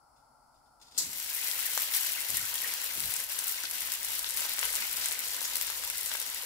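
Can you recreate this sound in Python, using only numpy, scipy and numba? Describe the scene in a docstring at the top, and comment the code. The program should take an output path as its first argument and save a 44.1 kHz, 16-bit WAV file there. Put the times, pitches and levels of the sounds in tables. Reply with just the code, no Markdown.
"""Wet noodles fry in a wok, over the steady background rush of a small kitchen.
First the hanging strands rustle, and a brief soft hiss comes just before the landing.
Near 1 s they land in the hot oil and their water flashes to steam.
Then they fry: tiny steam bursts crackle, bubbles ring and pop under the heap, and the oil spits.
At 4.3 s a second handful lands on top and the sizzle swells; all along, the cooling oil dulls it."""
import sys
import numpy as np
from scipy import signal
from scipy.fft import rfft, irfft, next_fast_len
from scipy.io import wavfile
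from numba import njit

SR = 44100
rng = np.random.default_rng(int(sys.argv[2]) if len(sys.argv) > 2 else 0)


def dump_mix(stems):
    """Bounce the given channels to the path in sys.argv[1] as a 16-bit WAV at rate SR."""
    frames = np.atleast_2d(stems).T  # one column per channel
    limited = np.clip(frames, -1, 1)  # hard clip at full scale
    pcm = np.round(limited * 32767).astype(np.int16)
    wavfile.write(sys.argv[1], SR, pcm)


N = 284445
TIME = np.arange(N) / SR


def from_db(db):
    """Amplitude ratio: tenfold for every 20 dB."""
    return 10 ** (np.asarray(db) / 20)


def rms_one(x):
    """Normalisation to unit mean power."""
    return x / np.sqrt(np.mean(x ** 2) + 1e-20)


def gain_at(spectrum, hz):
    """Frequency response, interpolated in dB over log frequency."""
    points_hz, db = np.transpose(spectrum)
    return from_db(np.interp(np.log(hz + 1e-9), np.log(points_hz), db))


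def coloured(x, spectrum):
    """Zero-phase filtering: each frequency is scaled by the spectrum's gain."""
    size = np.shape(x)[-1]
    padded = next_fast_len(size, True)
    gain = gain_at(spectrum, np.fft.rfftfreq(padded, 1 / SR))
    return irfft(rfft(x, padded) * gain, padded)[..., :size]


def band(x, low_hz, high_hz):
    """Band-pass filtering between two edges."""
    sos = signal.butter(2, [low_hz, min(high_hz, SR / 2 - 1)], "band", fs=SR, output="sos")
    return signal.sosfilt(sos, x + 1e-18)


def drift(per_s):
    """Random modulation of rms 1: straight lines between Gaussian values."""
    points = rng.standard_normal(4096)
    return rms_one(np.interp(TIME * per_s, np.arange(len(points)), points))


def ring(drive, hz, cycles):
    """Damped resonance: the response falls by 60 dB in so many cycles."""
    radius = np.exp(-np.log(1000) * hz / (cycles * SR))
    angle = 2 * np.pi * hz / SR
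    return signal.lfilter([.5, 0, -.5], [1, -2 * radius * np.cos(angle), radius ** 2], drive + 1e-18)


@njit
def bursts(starts, sizes, pitches, cycles, total):
    """Superposition of struck oscillators, each falling by 60 dB in so many cycles."""
    out = np.zeros(total)
    for k in range(len(starts)):
        length = cycles * SR / pitches[k]
        radius = np.exp(-np.log(1000.) / length)
        pull = 2 * radius * np.cos(2 * np.pi * pitches[k] / SR)
        last, before = sizes[k], 0.
        out[starts[k]] += last / 2
        for i in range(starts[k] + 1, min(starts[k] + int(length) + 3, total)):
            now = pull * last - radius * radius * before
            out[i] += (now - before) / 2
            last, before = now, last
    return out


def grains(spectrum, low_hz, high_hz, per_s, spread_db, largest_db, cycles):
    """Shot noise of rms 1: bursts at random times and pitches, many small and few large."""
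    when, rank, sign, place = rng.random((int(per_s * N / SR), 4)).T
    db = np.minimum(-spread_db * np.log(1 - rank), largest_db)
    pitches = low_hz * (high_hz / low_hz) ** place
    sizes = from_db(db) * np.sign(sign - .5) * pitches * gain_at(spectrum, pitches)
    return rms_one(bursts((when * N).astype(np.int64), sizes, pitches, float(cycles), N))


def stereo_noise(spectrum, shared):
    """Partly coherent noise of rms 1: a share of its power is common to both sides."""
    common = np.sqrt(shared) * rng.standard_normal(N)
    own = np.sqrt(1 - shared) * rng.standard_normal((2, N))
    return rms_one(coloured(common + own, spectrum))


# Spectra of the steady noises. Each row: frequency in Hz, relative level in dB.
RUSH_SPECTRUM = [(25, -10), (52, -6), (85, -9), (130, -2.5), (185, -15.5), (240, -3), (400, -15.5),
                 (650, -3), (870, 4.5), (1130, -6.5), (1380, 2), (1720, -27.5), (2080, -22.5), (2800, -38)]
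HISS_SPECTRUM = [(3000, -25), (3950, -19), (4400, -3.5), (5300, -2.5), (6400, -13), (7500, -7), (8370, -9),
                 (8850, -4.5), (9500, -16), (10300, -1), (11400, -15), (15500, -16)]
RUMBLE_SPECTRUM = [(25, -10), (42, 2), (52, 11.5), (64, 1), (76, 1.5), (95, -9), (118, 1), (170, -14.5),
                   (240, -25), (330, -28)]
# The rumble's envelope. Each row: time in seconds, relative level in dB.
RUMBLE_LEVELS = [(0, -82), (.8, -78), (1.6, -75.5), (3.6, -70.5), (4.1, -69), (5.0, -69.5), (5.4, -73),
                 (5.85, -65.5), (6.45, -75)]

def background():
    """Ambient noise, most coherent in the bass: an airy rush, a faint hiss and a rumble at the stove."""
    rush = from_db(-64.5) * stereo_noise(RUSH_SPECTRUM, shared=0.44) * from_db([[1.5], [-1.5]])
    hiss = from_db(-74) * stereo_noise(HISS_SPECTRUM, shared=0.051) * from_db([[2.5], [-2.5]])
    rumble_db = np.interp(TIME, *np.transpose(RUMBLE_LEVELS)) + 2.5
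    return rush + hiss + from_db(rumble_db) * stereo_noise(RUMBLE_SPECTRUM, shared=0.86)


# Soft bumps. Each row: start in seconds, body level in dB, hold in seconds, body's upper edge in Hz.
LOW_THUDS = [(0.996, -59, 0.11, 332), (2.287, -54.5, 0.09, 148), (2.957, -56, 0.1, 168)]

def thuds():
    """Exponential decay of low noise: a rough edge fades at once, a dull body holds a moment first."""
    out = np.zeros(N)
    for start, db, hold_s, top_hz in LOW_THUDS:
        onset = np.clip((TIME - start) / 0.012, 0, 1)
        age = np.maximum(TIME - start, 0)
        release = np.exp(-np.maximum(age - hold_s, 0) / 0.085)
        body = release * rms_one(band(rng.standard_normal(N), 46, top_hz))
        edge = np.exp(-age / 0.036) * rms_one(band(rng.standard_normal(N), 220, 610))
        out += from_db(db) * onset * (body + from_db(2.5) * edge)
    return out


def reflections(t60, start_s):
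    """Diffuse field: dying echoes of unit energy, different at each side except in the bass."""
    t = TIME[:SR // 3]
    own, common = rng.standard_normal((2, len(t))), rng.standard_normal(len(t))
    bass = signal.butter(1, 700, fs=SR)
    cloud = own - signal.lfilter(*bass, own) + signal.lfilter(*bass, common)
    cloud = cloud * np.exp(-np.log(1000) * t / t60) * (t > start_s)
    return cloud / np.linalg.norm(cloud, axis=1, keepdims=True)


# The left microphone faces the pan; the shaded right one hears mostly reflections, with this colour.
# Each row: frequency in Hz, gain in dB.
SHADE_RESPONSE = [(500, 0.5), (2000, 1.5), (5000, 2.5), (7600, 3.5), (8800, -4), (12000, -1.5),
                  (15500, -3.5)]

def heard(spot, echo_db=0):
    """Multipath propagation: direct sound, dull on the shaded right, plus echoes of wok and kitchen."""
    wok_walls = from_db(-6) * reflections(t60=0.021, start_s=0.00013)
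    kitchen = from_db(-7) * reflections(t60=0.31, start_s=0.004)
    left, right = from_db(echo_db) * (wok_walls + kitchen)
    direct = signal.unit_impulse(len(left))
    delayed = np.roll(direct, rng.integers(0, 3))
    shaded = from_db(-5) * signal.lfilter(*signal.butter(2, 1700, fs=SR), delayed)
    paths = np.array([direct + left, shaded + coloured(right, SHADE_RESPONSE)])
    return signal.oaconvolve(spot[None], paths, axes=1)[:, :N]


# Resonances of the bowl. Each row: centre in Hz, bandwidth in Hz, gain in dB.
WOK_RESONANCES = [(236, 13, 5), (305, 11, 5.5), (950, 89, 3.5), (1124, 85, -5), (1330, 114, 1.5),
                  (2050, 44, 2), (6500, 390, -2.5), (6720, 36, 4.5), (7570, 85, 3), (8000, 270, 3.5)]

def wok(x):
    """Resonance and antiresonance: the bowl lifts or hollows narrow bands of the sound inside it."""
    return x + sum((from_db(db) - 1) * signal.lfilter(*signal.iirpeak(hz, hz / width, fs=SR), x)
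                   for hz, width, db in WOK_RESONANCES)


# Hanging strands rustle; the last row is a brief soft hiss just before the landing.
# Each row: start in seconds, level in dB, decay time constant in seconds.
SOFT_RUSTLES = [(.16, -70, .05), (.54, -72, .04), (.655, -70, .02), (.797, -64, .02), (.813, -51.5, 0.03),
                (.864, -58.5, 0.031), (.91, -56, 0.015), (.917, -56, 0.026), (.944, -52, 0.032),
                (.964, -49, 0.017)]
# Their spectrum. Each row: frequency in Hz, relative level in dB.
RUSTLE_SPECTRUM = [(2000, -13), (2800, -12), (3600, -7), (4600, -1), (6000, -6), (8200, -8), (10000, -12),
                   (15000, -19)]

def rustles():
    """Amplitude-modulated noise: each soft rustle or hiss starts at once and fades in uneven grains."""
    envelope = np.zeros(N)
    for start, db, decay_s in SOFT_RUSTLES:
        age = np.maximum(TIME - start, 0)
        envelope += from_db(db) * np.minimum(age / 0.0027, 1) * np.exp(-age / decay_s)
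    grainy = rng.standard_normal(N) * from_db(2.5 * drift(400))
    return envelope * rms_one(coloured(grainy, RUSTLE_SPECTRUM))


# Steam escaping the heap. Each row: peak time in seconds, level in dB, half-width in seconds, pitch in Hz.
STEAM_JETS = [(3.165, -36.5, 0.013, 8050), (3.659, -40, 0.009, 4000), (4.083, -42, .012, 3920),
              (4.267, -37.5, .01, 4100), (4.39, -38, 0.022, 8000), (5.262, -38, .009, 5800),
              (5.45, -34.5, 0.017, 5800), (5.68, -38, .014, 6500)]

def squirts():
    """Jet noise: steam squeezes between the strands in a sputtering hiss, pitched by the gap."""
    out = np.zeros(N)
    for peak_s, db, half_width_s, hz in STEAM_JETS:
        sputter = rng.standard_normal(N) * from_db(3.4 * drift(500))
        hiss = rms_one(band(sputter, hz / 1.4, hz * 1.4))
        out += from_db(db) * np.exp(-((TIME - peak_s) / half_width_s) ** 2) * hiss
    return out


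# Large bubbles. Each row: start in seconds, level in dB, pitch in Hz.
LARGE_BUBBLES = [(1.362, -36, 2150), (1.38, -36, 2060), (1.418, -34, 2410), (1.467, -34, 2100),
                 (1.492, -36, 2060), (1.624, -33, 2040), (1.664, -32, 1890), (1.797, -32, 2090),
                 (2.148, -31, 2800), (2.182, -33, 2080), (2.352, -34, 2040), (2.374, -32, 1830),
                 (2.406, -37, 1520), (2.442, -35, 1510), (2.553, -32.5, 1830), (2.641, -28.5, 1880),
                 (3.583, -33.5, 2160), (3.637, -30, 1590), (4.692, -33, 2150), (4.786, -34, 2310),
                 (4.82, -36, 2420), (5.107, -35, 1740)]

def splutters(t60, rise, count):
    """Bubble resonance: a large bubble breaks into smaller ones, each ringing with a rising pitch."""
    out, t = np.zeros(N), TIME[:SR // 12]
    attack = np.minimum(t / 0.00045, 1)
    for start, db, hz in LARGE_BUBBLES:
        for k, (late, detune) in enumerate(rng.random((count, 2))):
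            pitch = hz * (1 + 0.167 * min(k, 1) * (2 * detune - 1))
            tone = np.sin(2 * np.pi * pitch * t * (1 + rise * t / t60))
            envelope = attack * from_db(db - 3.3 * k - 60 * t / t60)
            at = round((start + 0.006 * k * late) * SR)
            out[at:at + len(t)] += (tone * envelope)[:N - at]
    return out


# Wet slaps and steam pockets in the heap.
# Each row: start in seconds, relative knock level in dB, pitch in Hz, smack level in dB.
STEAM_POCKETS = [(1.428, -24, 2750, -30), (1.514, -26, 3000, -27), (1.7764, -16.5, 980, -36),
                 (2.533, -29, 1200, -42), (2.5795, -22, 3000, -32), (2.604, -21, 2850, -30),
                 (2.91, -22, 3000, -31), (3.0042, -25, 2400, -28), (3.424, -29, 1300, -42),
                 (3.6523, -23, 3400, -28), (3.655, -19, 3000, -31), (3.888, -26.5, 1410, -40),
                 (4.2445, -18, 2500, -27), (4.454, -26, 950, -42), (4.585, -19, 1450, -38),
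                 (4.5917, -12.5, 3500, -22), (4.6295, -14.5, 1600, -26), (4.642, -22, 2100, -34),
                 (4.645, -27, 2100, -27), (4.739, -23.5, 1450, -42), (4.8238, -23, 2400, -26),
                 (5.027, -28, 1250, -42), (5.0587, -30, 3000, -26), (5.1185, -16, 2320, -26),
                 (5.4148, -28, 925, -40), (5.4512, -24, 3900, -27), (5.5559, -17, 3600, -27),
                 (5.6126, -18, 2200, -28), (5.7003, -22, 1300, -28), (5.837, -26, 1300, -42),
                 (6.116, -23, 1260, -25), (6.1518, -18.5, 1310, -33), (6.155, -24, 2400, -29),
                 (6.1999, -30, 3000, -28)]

def plops():
    """Heavy damping: a pocket opens with a knock of about two cycles, an overtone and a wet smack."""
    out, t = np.zeros(N), TIME[:SR // 16]
    click = signal.unit_impulse(len(t))
    for start, knock_db, hz, smack_db in STEAM_POCKETS:
        overtone = 0.23 * ring(click, hz * rng.uniform(1.17, 1.66), cycles=5.4)
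        knock = band(ring(click, hz, cycles=2.3) + overtone, 380, 2.3 * hz)
        smack = rms_one(band(rng.standard_normal(len(t)), 2800, 5800)) * np.exp(-t / 0.0014)
        at = round(start * SR)
        out[at:at + len(t)] += (from_db(knock_db + 4.5) * knock + from_db(smack_db) * smack)[:N - at]
    return out


# The landing: two slaps, a gush and a lingering fizz.
# Each row: start in seconds, relative level in dB, decay in dB per second.
LANDING_STAGES = [(.9772, -21.5, 900), (.9812, -21, 1200), (.9775, -21, 290), (.9775, -44.5, 16)]
# Spectrum of the steam. Each row: frequency in Hz, relative level in dB.
STEAM_SPECTRUM = [(500, -23.5), (1000, -21), (2000, -20.5), (3000, -18), (3600, -8), (4400, 0),
                  (6000, -0.5), (7600, 4), (9300, -5.5), (12000, -7), (15500, -9.5)]

def steam_flash():
    """Flash boiling: the wet heap meets the oil, and the bursts of steam noise add in power."""
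    power = np.zeros(N)
    for start, db, decay_db_per_s in LANDING_STAGES:
        age = np.maximum(TIME - start, 0)
        attack = np.minimum(age / 0.001, 1)
        power += (attack * from_db(db - decay_db_per_s * age)) ** 2
    fizz = coloured(rng.standard_normal(N) * from_db(4.7 * drift(500)), STEAM_SPECTRUM)
    return from_db(-1.5) * np.sqrt(power) * rms_one(fizz)


# Handfuls heat up, then dry. Each row: start in seconds, relative crackle and bubbling levels in dB,
# heating time constant in seconds, drying in dB per second.
NOODLE_HANDFULS = [(1.03, -36.5, -44.5, 0.15, 0.3643), (4.3, -38, -42.5, 0.14, 5)]
# Pockets of water reach the oil and the sizzle flares.
# Each row: start in seconds, relative crackle and bubbling levels in dB, hold in seconds.
WATER_FLARES = [(0.993, -46.5, -53.5, 0.072), (1.407, -48, -55, 0.078), (1.595, -48, -51, 0.042),
                (1.768, -43, -65, 0.085), (1.931, -31.5, -48, 0.043), (2.007, -39, -57, 0.11),
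                (2.337, -33, -51, 0.032), (2.63, -42, -45.5, 0.053), (3.1, -52, -58, 0.051),
                (3.473, -50, -60, 0.056), (3.727, -38, -49, .03), (4.125, -37, -62, 0.037),
                (4.358, -38.5, -43, 0.091), (4.619, -37, -39, 0.041), (4.74, -38, -44, 0.11),
                (5.008, -34.5, -55, 0.05), (6.107, -39.5, -44, 0.036)]
# The sizzle dips briefly. Each row: centre in seconds, gain in dB.
SIZZLE_DIPS = [(1.88, -1), (3.26, -6.5), (3.68, -3.5), (3.99, -3), (5.17, -1.5)]

def vigour():
    """Incoherent sources add in power: handfuls and flares set the envelopes of crackle and bubbling."""
    power = np.zeros((2, N))
    lag = 2.27  # the water under the heap takes this many times as long to heat
    for start, crackle_db, bubbling_db, heating_s, drying_db_per_s in NOODLE_HANDFULS:
        age = np.maximum(TIME - start, 0)
        heated = 1 - np.exp(-age / [[heating_s], [heating_s * lag]])
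        wetness = from_db(-drying_db_per_s * age)
        power += (heated * wetness * from_db([[crackle_db], [bubbling_db]])) ** 2
    for start, crackle_db, bubbling_db, hold_s in WATER_FLARES:
        attack = np.clip((TIME - start) / 0.0058, 0, 1)
        release = np.exp(-np.maximum(TIME - start - hold_s, 0) / 0.011)
        power += (attack * release * from_db([[crackle_db], [bubbling_db]])) ** 2
    dips_db = sum(db * np.exp(-((TIME - centre) / 0.029) ** 2) for centre, db in SIZZLE_DIPS)
    return np.sqrt(power) * from_db(dips_db)


def cooled(x, above_hz, db_per_s, neutral_at_s=3.48):
    """Spectral tilt: cooler oil boils the water less violently, so the treble sinks steadily."""
    low = signal.sosfilt(signal.butter(1, above_hz, fs=SR, output="sos"), x + 1e-18)
    return low + (x - low) * from_db(-db_per_s * (TIME - neutral_at_s))


# Spectrum of the bubbles. Each row: frequency in Hz, relative level in dB.
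BUBBLE_SPECTRUM = [(230, -10.5), (380, -17), (480, -4.5), (750, -6), (940, -4), (1130, -5.5), (1290, 3),
                   (1700, 1.5), (2050, 5), (2900, 3), (3800, -7.5)]

def bubbling():
    """Bubble resonance: many simmer under the heap, and a few ring longer as a gurgle."""
    simmer = grains(BUBBLE_SPECTRUM, 217.6, 3990, per_s=520, spread_db=4, largest_db=15.5, cycles=18.6)
    gurgle = grains(BUBBLE_SPECTRUM, 1195, 3260, per_s=9, spread_db=1.5, largest_db=6, cycles=36)
    return rms_one(simmer + from_db(-10.5) * gurgle)


# Spectrum of the tiny steam bursts. Each row: frequency in Hz, relative level in dB.
CRACKLE_SPECTRUM = [(1500, -38), (2500, -2.5), (4000, 1), (6500, -4), (8000, -28), (9000, -3.5),
                    (11000, -0.5), (15500, 5)]

def crackle():
    """Modulated shot noise: water flashes to steam in flurries of ticks, the largest softly limited."""
    flurry = from_db(2.53 * drift(60) + 2 * drift(450))
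    ticks = grains(CRACKLE_SPECTRUM, 2380, 15240, per_s=1400, spread_db=4.5, largest_db=18, cycles=4.43)
    ceiling = from_db(29)
    return rms_one(ceiling * np.tanh(rms_one(flurry * ticks) / ceiling))


def small_spits(crackling, per_s=26, landing_s=0.977):
    """A random point process: rows of lesser spits whose strength follows the crackle's envelope."""
    count = int(per_s * (TIME[-1] - landing_s))
    starts = rng.uniform(landing_s, TIME[-1], count)
    size, pitch, spray = rng.standard_normal((count, 3)).T
    crackle_db = 20 * np.log10(np.interp(starts, TIME, crackling) + 1e-9)
    return list(zip(starts, crackle_db + 27.5 + 0.9 * size, 11400 + 1740 * pitch, -10 + 2 * spray))


# The loudest spits of oil.
# Each row: start in seconds, relative crack energy in dB, pitch in Hz, relative spray energy in dB.
LOUD_SPITS = [(1.349, -4.9, 11900, -4), (1.4729, -6.0, 12400, 2), (1.4834, -5.0, 12800, 2),
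              (1.5137, -5.2, 9700, -12), (1.5913, -2.5, 12400, 0), (1.6003, -5.0, 12700, 1),
              (1.6602, -4.6, 12300, 2), (1.6655, -3.0, 12100, -12), (1.7518, -4.7, 12500, -5),
              (1.7766, 0.0, 10600, -7), (1.8204, -0.8, 12800, -4), (1.9218, -4.9, 12300, -2),
              (1.9479, -0.9, 10500, 0), (1.9634, -1.1, 11500, -4), (2.0098, -4.1, 13000, -12),
              (2.0328, -5.6, 10300, -12), (2.1204, -5.4, 10900, -12), (2.1345, -4.5, 12800, -12),
              (2.2055, -5.1, 12100, -12), (2.3035, -2.6, 12000, -12), (2.3703, 0.4, 11700, -5),
              (2.5417, -3.2, 12000, -3), (2.6199, -5.9, 12600, -1), (2.7385, -3.9, 11800, -9),
              (2.8432, -5.3, 12300, -12), (3.0041, -3.2, 10700, -10), (3.0578, -5.2, 11900, -12),
              (3.1114, -7.0, 11000, -2), (3.1396, -3.2, 11200, -12), (3.1645, -3.0, 9400, -12),
              (3.2024, -5.2, 10100, -6), (3.2401, -6.8, 12700, -12), (3.3213, -6.3, 11600, -12),
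              (3.3898, -1.9, 10400, -12), (3.4698, -3.8, 13600, -1), (3.4799, -4.4, 8900, -12),
              (3.4953, -5.8, 11100, -10), (3.5127, -6.7, 12100, 2), (3.5229, -4.2, 11300, -12),
              (3.7119, -6.8, 11400, -3), (3.8065, -4.9, 11300, -1), (3.8198, -6.5, 10400, -9),
              (3.9199, -2.0, 12800, -10), (3.9385, -6.8, 12600, -6), (4.0306, -7.0, 10700, -12),
              (4.0481, -4.3, 10200, -12), (4.1196, -7.0, 11200, 1), (4.193, -3.2, 12000, -5),
              (4.2909, -6.0, 10800, -5), (4.3073, -5.4, 11200, -12), (4.3662, -6.7, 11000, 2),
              (4.3733, -4.5, 10500, -6), (4.4943, -4.3, 11400, -1), (4.5916, -3.1, 8100, -5),
              (4.6543, -3.7, 10000, -12), (4.7543, -1.5, 10300, -3), (4.7603, -5.0, 11400, 2),
              (4.9298, -6.9, 11200, 0), (4.9712, -7.3, 8200, -12), (5.0587, -1.0, 9500, -8),
              (5.0862, -4.5, 11400, -12), (5.1112, -5.9, 9900, -12), (5.1919, -3.7, 11900, -1),
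              (5.2048, -7.3, 11400, -12), (5.4175, -6.9, 11600, -2), (5.5559, 0.5, 11600, -4),
              (5.5684, -2.5, 10100, -5), (5.6122, -1.5, 10100, -2), (5.6239, -2.4, 11000, -3),
              (5.8759, -7.4, 11600, -12), (5.9003, -3.5, 11400, -2), (5.982, -5.3, 11400, -6),
              (6.011, -5.5, 10800, -4), (6.0606, -5.5, 10400, -6), (6.1389, -6.3, 11500, -6),
              (6.1554, -7.6, 11200, -12), (6.1999, -5.0, 11100, -8)]

def spits(rows, crack_s, spray_s):
    """Impulsive excitation: a droplet bursts with a crack, pitched by its size, then throws a spray."""
    out, t = np.zeros(N), TIME[:SR // 16]
    treble = signal.butter(1, 6500, "high", fs=SR)
    for start, db, hz, spray_db in rows:
        burst, hiss, grain = signal.lfilter(*treble, rng.standard_normal((3, len(t))))
        crack = band(burst * np.exp(-t / crack_s), 1080, 18400)
        crack = crack + 1.9 * ring(crack, hz, cycles=5.4)
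        spray = band(hiss * grain * np.exp(-t / spray_s), 2600, SR / 2)
        spit = crack / np.linalg.norm(crack) + from_db(spray_db - 9) * spray / np.linalg.norm(spray)
        at = round(start * SR)
        out[at:at + len(t)] += from_db(db - 0.48) * spit[:N - at]
    return out


def scene():
    """A distributed source: several spots of the pan fry, each with its own paths to the microphones."""
    spots = 8
    crackling, boiling = vigour()
    droplets = list(LOUD_SPITS) + small_spits(crackling)
    pan = heard(plops(), echo_db=-5)  # on top of the heap, clear of the walls, plops sound dry
    pan += heard(rustles() + squirts() + splutters(t60=0.03, rise=0.012, count=3))
    for k in range(spots):
        ticks = from_db(2) * crackling * cooled(crackle(), above_hz=9700, db_per_s=1.3)
        bubbles = from_db(-0.7) * boiling * cooled(bubbling(), above_hz=3000, db_per_s=3)
        cracks = spits(droplets[k::spots], crack_s=0.00005, spray_s=0.014)
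        pan += heard((ticks + bubbles + steam_flash()) / np.sqrt(spots) + cracks)
    return wok(pan) + thuds() * from_db([[1.5], [-1.5]]) + background()


def record(dry):
    """Band limiting: a steep low-pass filter cuts the highest treble."""
    return signal.sosfilt(signal.ellip(12, 0.1, 80, 15650, fs=SR, output="sos"), dry)


dry = scene()
out = record(dry)
dump_mix(out)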